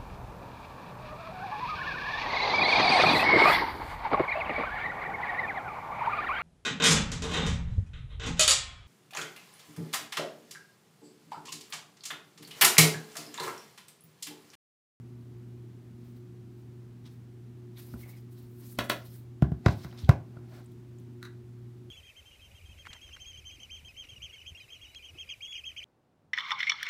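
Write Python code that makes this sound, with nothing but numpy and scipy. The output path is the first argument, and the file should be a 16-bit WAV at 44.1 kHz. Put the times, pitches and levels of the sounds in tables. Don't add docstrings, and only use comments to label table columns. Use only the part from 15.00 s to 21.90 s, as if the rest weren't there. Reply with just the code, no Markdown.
import sys
import numpy as np
from scipy import signal
from scipy.fft import rfft, irfft
from scipy.io import wavfile
from scipy.ndimage import uniform_filter1d

SR = 44100
rng = np.random.default_rng(int(sys.argv[2]) if len(sys.argv) > 2 else 0)


def ratio(d):
    e = np.asarray(d, float) / 20
    return 10 ** e


def pcm_store(signal):
    levels = np.round(np.clip(np.atleast_2d(signal), -1, 1) * 32767)
    wavfile.write(sys.argv[1], SR, levels.astype(np.int16).T)


N = 304376
T = np.arange(N) / SR


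def level(x, db):
    return x * ratio(db) / np.sqrt(np.mean(x ** 2))


def high(x, hz):
    return signal.sosfilt(signal.butter(4, hz, "high", fs=SR, output="sos"), x)


def walk(rate_hz):
    k = int(SR / rate_hz)
    x = uniform_filter1d(uniform_filter1d(rng.standard_normal(N), k), k)
    return x / x.std()


def add(out, s, x):
    i = int(s * SR)
    out[i:i + len(x)] += x[:len(out) - i]


def ring(x, modes):
    out = 0
    for k, (hz, width_hz, db) in enumerate(modes):
        out = out + (-1) ** k * ratio(db) * signal.lfilter(*signal.iirpeak(hz, hz / width_hz, fs=SR), x)
    return out


def struck(x, modes):
    out = 0
    for hz, width_hz, db in modes:
        wide_hz = 1.51 * width_hz
        out = out + ring(ring(x, [(hz, wide_hz, db)]), [(hz, wide_hz, 0)])
    return out


def hits(events, modes, crack_hz, lead_db, room_db, wetter=0, blur=1.42):
    lead_ms = 8.1
    dry, send, t = np.zeros(N), np.zeros(N), T[:4096] - .02
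    loudest_db = np.max(np.transpose(events)[1])
    noises = rng.standard_normal((len(events), len(t)))
    for (s, db, crack_db, ms, tilt_db), noise in zip(events, noises):
        tilted = np.array([(hz, width_hz, mode_db + tilt_db * np.log2(hz / 1000))
                           for hz, width_hz, mode_db in modes])
        swell = ratio(lead_db) * np.exp(1000 * t / lead_ms)
        shape = np.where(t < 0, swell, np.exp(-1000 * t / max(ms, .2)))
        spectrum = rfft(noise * shape)
        rattle = irfft(spectrum / np.abs(spectrum)) * shape ** 0.29
        click = 1. * (np.arange(len(t)) == np.argmax(shape))
        heard = []
        for contact, wide in ((rattle, 1), (click, blur)):
            body = struck(contact, tilted * [1, wide, 1])
            crack = high(contact, crack_hz)
            heard.append(body / np.linalg.norm(body) + ratio(crack_db) * crack / np.linalg.norm(crack))
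        gain = ratio(db) / np.abs(heard[0]).max()
        add(dry, s + t[0], gain * heard[0])
        add(send, s + t[0], gain * ratio(room_db + wetter * (loudest_db - db)) * heard[1])
    return np.array([dry, send])


def rubbed(modes, grit_db, patchy_db):
    size = ratio(grit_db * rng.exponential(size=N) + 0.95 * walk(120))
    grains = sum(ring(size * rng.standard_normal(N), [mode]) * ratio(patchy_db * walk(45)) for mode in modes)
    return level(grains, 0)


def played(sound, strokes, peaks_db):
    power = 0
    for (s, rise_ms, fall_ms, *_), peak_db in zip(strokes, peaks_db):
        away = np.where(T < s, (s - T) / max(rise_ms, 1), (T - s) / max(fall_ms, 1))
        power = power + ratio(2 * peak_db - 21000.0 * away)
    return sound * np.sqrt(power)


# band in Hz, T60 in s.
ROOM_T60 = [(100, 0.34), (1000, 0.29), (4000, 0.18), (12000, 0.19)]


def room():
    wall_ms, wall_db = 19, -10.5
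    t = T[:SR // 2]
    hz, t60_s = np.transpose(ROOM_T60)
    tail = 0
    for f in 90 * 2 ** np.arange(0, 7.6, .5):
        band = ring(rng.standard_normal(len(t)), [(f, f / 1.32, 0)])
        tail = tail + band * ratio(-60 * t / np.interp(np.log(f), np.log(hz), t60_s))
    late = np.clip(t - wall_ms / 1000, 0, None)
    wall = ratio(wall_db) * (late > 0) * np.exp(-late / 0.0068)
    tail = tail * (np.clip(t / 0.0079, 0, 1) + wall)
    return tail / np.sqrt(np.sum(tail ** 2))


# frequency in Hz, rms level in dB.
HUM = [(120, -48), (240, -60.5), (360, -60)]
# frequency in Hz, density in dB per Hz.
AIR = [(15, -67), (25, -23.5), (65, -13), (92, -9), (124, -10), (146, -10.5), (167, -10.5), (232, -9),
       (296, -14.5), (358, -12.5), (510, -31), (634, -31), (13300, -52), (15200, -49), (16500, -66)]


def fan():
    air_db = -54
    hum = 0
    for (hz, db), waver_db in zip(HUM, (.9, 2.5, 2.5)):
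        phase = 2 * np.pi * hz * T + 0.24 * walk(5.9) + rng.uniform(0, 2 * np.pi)
        hum = hum + np.sqrt(2) * ratio(db + waver_db * walk(6.3)) * np.sin(phase)
    hz, db = np.transpose(AIR)
    f = np.maximum(np.fft.rfftfreq(N, 1 / SR), 1)
    density = ratio(np.interp(np.log(f), np.log(hz), db))
    air = irfft(rfft(rng.standard_normal(N)) * density, N)
    return hum + level(air * ratio(0.29 * walk(1)), air_db)


# peak in seconds, rise and fall in ms per 10 dB, level in dB.
SLEEVE = [
    (5.36, 65, 30, -67),
    (5.37, 7, 6, -56),
    (5.52, 12, 60, -66),
    (5.575, 104, 47, -57.5),
]


def sleeve():
    cloth = rubbed([(685, 170, 2.5), (1400, 450, -5.0)], grit_db=2.5, patchy_db=3.5)
    return played(cloth, SLEEVE, np.transpose(SLEEVE)[-1])


# peak in seconds, rise and fall in ms per 10 dB, level in dB.
CREAK = [
    (3.035, 22, 68, -56),
    (3.092, 12, 11, -53.5),
    (3.165, 90, 27, -60),
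]


def hinge():
    creak = rubbed([(2030, 130, 1), (2210, 120, 0)], grit_db=2.5, patchy_db=5.0)
    return played(creak, CREAK, np.transpose(CREAK)[-1])


# peak in seconds, rise and fall in ms per 10 dB, dry skin in dB, dull scrape in dB.
RUBS = [(1.07, 60, 80, -74, -73.5), (1.165, 10, 30, -74, -73), (1.605, 42, 40, -75, -76),
        (2.064, 8, 22, -76, -57), (2.112, 5, 50, -70, -70), (2.786, 18, 127, -58.5, -59.5),
        (2.94, 60, 30, -63, -66), (3.011, 30, 45, -54.5, -61), (3.097, 19, 32, -56, -61),
        (3.177, 60, 45, -65.5, -68), (3.329, 21, 22, -65, -77), (3.383, 35, 77, -66, -67),
        (3.64, 48, 150, -58.5, -64), (3.73, 130, 40, -55, -72), (3.96, 22, 97, -62.5, -57.5),
        (4.062, 25, 32, -58.5, -65), (4.152, 54, 41, -56.5, -66), (4.71, 35, 40, -67, -51.5),
        (4.78, 45, 150, -64.5, -60.5), (4.846, 25, 11, -62, -54), (4.9, 40, 150, -88, -69),
        (4.986, 8, 60, -70, -56), (5.02, 57, 45, -66, -61), (5.565, 52, 45, -68, -60.5)]
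# centre in Hz, width in Hz, level in dB.
SKIN = [(6500, 4500, -11.5), (9060, 1500, -5.5), (12400, 1800, -1), (14800, 2400, -0.5)]
# centre in Hz, width in Hz, level in dB.
SCRAPE = [(910, 1100, 2), (1940, 1050, -0.5), (3170, 800, -6.5), (4100, 1100, 2.5), (5130, 690, 0.5)]


def fingers():
    skin = rubbed(SKIN, grit_db=2.2, patchy_db=2.6)
    scrape = rubbed(SCRAPE, grit_db=2.2, patchy_db=2.8)
    *_, skin_db, scrape_db = np.transpose(RUBS)
    return played(skin, RUBS, skin_db) + played(scrape, RUBS, scrape_db)


# start in seconds, peak in dB, mode in Hz, contact in ms.
PINGS = [
    (2.939, -45, 1400, 1.3),
    (3.776, -51, 4260, 6.5),
    (4.9133, -49, 3050, 1.5),
    (5.047, -47, 3430, 1.8),
    (5.37, -48, 1400, 1.6),
    (5.66, -53.5, 8300, 2.9),
    (5.986, -54.5, 7100, 2.4),
]


def pings():
    width_share = 0.13
    return sum(hits([(s, db, -60, ms, 0)], [(hz, width_share * hz, 0)], crack_hz=8000, lead_db=-29, room_db=-19)
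               for s, db, hz, ms in PINGS)


# start in seconds, peak in dB, treble crack in dB, contact in ms, tilt in dB per octave.
TICKS = [(2.058, -51, -23, 3.7, -5), (2.075, -53, -14, 3.2, 3), (2.10, -65, 0, 2.2, .3),
         (2.776, -47, -15, 1.7, -11), (4.056, -58, -10, 1.9, .3), (4.706, -48, -20, 5.1, -7),
         (4.986, -47, -32, 3.7, -11), (5.01, -56, -25, 3.4, -6), (5.047, -46, -30, 2.6, -10),
         (5.499, -62, 5, 1.5, .3), (5.647, -53, 8, 1.5, .3), (5.72, -57, 5, 1.5, .3),
         (6.0, -56, 7, 2.2, .3)]
# frequency in Hz, width in Hz, level in dB.
BRUSH = [(2380, 790, -12), (3520, 920, -1), (5600, 680, -6), (7100, 2900, -13)]


def ticks():
    return hits(TICKS, BRUSH, crack_hz=7600.3, lead_db=-4, room_db=-6)


# start in seconds, peak in dB, treble crack in dB, contact in ms, tilt in dB per octave.
TAP = [
    (6.228, -32, -11.5, 1.3, .3),
    (6.251, -39.5, -14.5, 6.3, .3),
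]
# frequency in Hz, width in Hz, level in dB.
HANDLE = [(1030, 200, -20), (1490, 410, 6.5), (1915, 47, 6), (3050, 400, -36), (3950, 370, 1.5),
          (5950, 470, -9.5)]


def handle_tap():
    return hits(TAP, HANDLE, crack_hz=7000, lead_db=-19, room_db=-4, blur=1)


def desk(blows, choke, sag_per_db):
    sag_from_db, least_sag = -41, 0.25
    deep_hz, deep_ms = 69.7, 21.7
    out, t = np.zeros(N), T[:8192]
    for s, db, hz, ms, deep_db in blows:
        sag = max(least_sag, sag_per_db * (db - sag_from_db))
        phase = 2 * np.pi * hz * (t + sag * 0.0024 * (1 - np.exp(-t / 0.0018)))
        top = np.sin(phase) * (1 - np.exp(-t / 0.00094)) * np.exp(-(1000 * t / ms) ** choke)
        deep_shape = (1 - np.exp(-t / 0.0048)) * np.exp(-1000 * t / deep_ms)
        deep = ratio(deep_db) * np.sin(2 * np.pi * deep_hz * t) * deep_shape
        add(out, s, ratio(db) * (top - deep))
    return out


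# start in seconds, peak in dB, ring in Hz, lasts in ms, deep mode in dB.
SLAPS = [
    (5.034, -26.5, 96, 14, 3),
    (5.0908, -3.5, 117, 15.4, -19),
]


def slaps():
    slap = -desk(SLAPS, choke=3.4, sag_per_db=0)
    return np.array([slap, ratio(-21.0) * slap])


# start in seconds, peak in dB, ring in Hz, lasts in ms, deep mode in dB.
BOOMS = [
    (2.9285, -39.5, 152, 9.8, -11),
    (2.9385, -32.5, 229, 22, -2),
    (3.7845, -30, 109, 17, -32),
    (3.7905, -24, 210, 6.4, -14),
    (4.4233, -6.5, 126, 11.9, -10),
    (4.5190, -17, 131, 9.5, -9),
    (4.6620, -7, 108, 12.8, -13),
    (4.6896, -13, 98, 7.5, -38.5),
    (4.849, -28.5, 138, 7.8, -9),
    (5.369, -36.5, 140, 9.3, -22),
]


def booms():
    boom = desk(BOOMS, choke=1.1, sag_per_db=.032)
    return np.array([boom, ratio(-13.5) * boom])


# start in seconds, peak in dB, treble crack in dB, contact in ms, tilt in dB per octave.
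LANDINGS = [
    (4.4222, -22.5, -24.5, 2.2, -0.56),
    (4.518, -38, -24, 2.6, -1.3),
]
# frequency in Hz, width in Hz, level in dB.
EDGE = [(270, 85, -6.5), (355, 56, 2), (680, 145, 3), (983, 160, -5.5), (1400, 170, -5), (1860, 120, -15),
        (2750, 710, -18), (4400, 1500, -32)]


def landings():
    return hits(LANDINGS, EDGE, crack_hz=4530, lead_db=-33, room_db=-8)


# start in seconds, peak in dB, treble crack in dB, contact in ms, tilt in dB per octave.
KNOCKS = [
    (2.938, -38.5, -29, 3.2, -16),
    (3.061, -48, -34, 4.9, -9),
    (4.6605, -13.5, -28, 3.6, -1.5),
    (4.683, -25, -23, 3, 0.5),
    (4.8465, -35, -23, 2, 1),
    (4.926, -44, -29, 2.7, 0.5),
    (5.091, -9.5, -22, 3.6, -2.6),
    (5.118, -39, -27, 4.3, 0),
    (5.369, -45, -37, 1.5, -14),
]
# frequency in Hz, width in Hz, level in dB.
CASE = [(353, 234, 1), (540, 97, -2.5), (680, 177, 1), (942, 160, -4), (1400, 176, 0), (1920, 250, -4),
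        (2390, 340, -20), (2980, 660, -21.5), (3890, 400, -10), (4510, 600, -15.5), (5200, 990, -41)]


def knocks():
    return hits(KNOCKS, CASE, crack_hz=4960, lead_db=-35, room_db=-10, wetter=0.1926)


# start in seconds, peak in dB, treble crack in dB, contact in ms, tilt in dB per octave.
CLACKS = [
    (3.7875, -15, -11.5, 3, -.2),
    (3.897, -13, -8, 4.5, 0.45),
    (3.84, -38, -3, 21, -3),
]
# frequency in Hz, width in Hz, level in dB.
LID = [(327, 227, -2.5), (595, 165, -0.5), (1003, 240, -1.5), (1327, 160, -1), (1634, 140, -2.5),
       (1990, 200, -1), (2429, 300, -4.5), (2826, 290, -9), (3302, 180, -3.5), (3770, 220, -5.5),
       (4270, 270, -8), (5100, 650, -14.5), (6100, 1600, -28.5)]


def clacks():
    return hits(CLACKS, LID, crack_hz=5000, lead_db=-37, room_db=-3.5)


def scene():
    background = fan() + sleeve() + hinge() + fingers()
    small = pings() + ticks() + handle_tap()
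    dry, send = small + slaps() + booms() + landings() + knocks() + clacks()
    wet = signal.fftconvolve(send, room())[:N]
    return (background + dry + wet)[None]


def band_limit(x):
    return signal.sosfilt(signal.butter(12, 16970, fs=SR, output="sos"), x)


def record(dry):
    heard = signal.lfilter(*signal.butter(2, 40, "high", fs=SR), dry)
    heard = signal.sosfilt(signal.ellip(8, .2, 30, 15900, fs=SR, output="sos"), heard)
    return band_limit(heard)


dry = scene()
out = record(dry)
pcm_store(out)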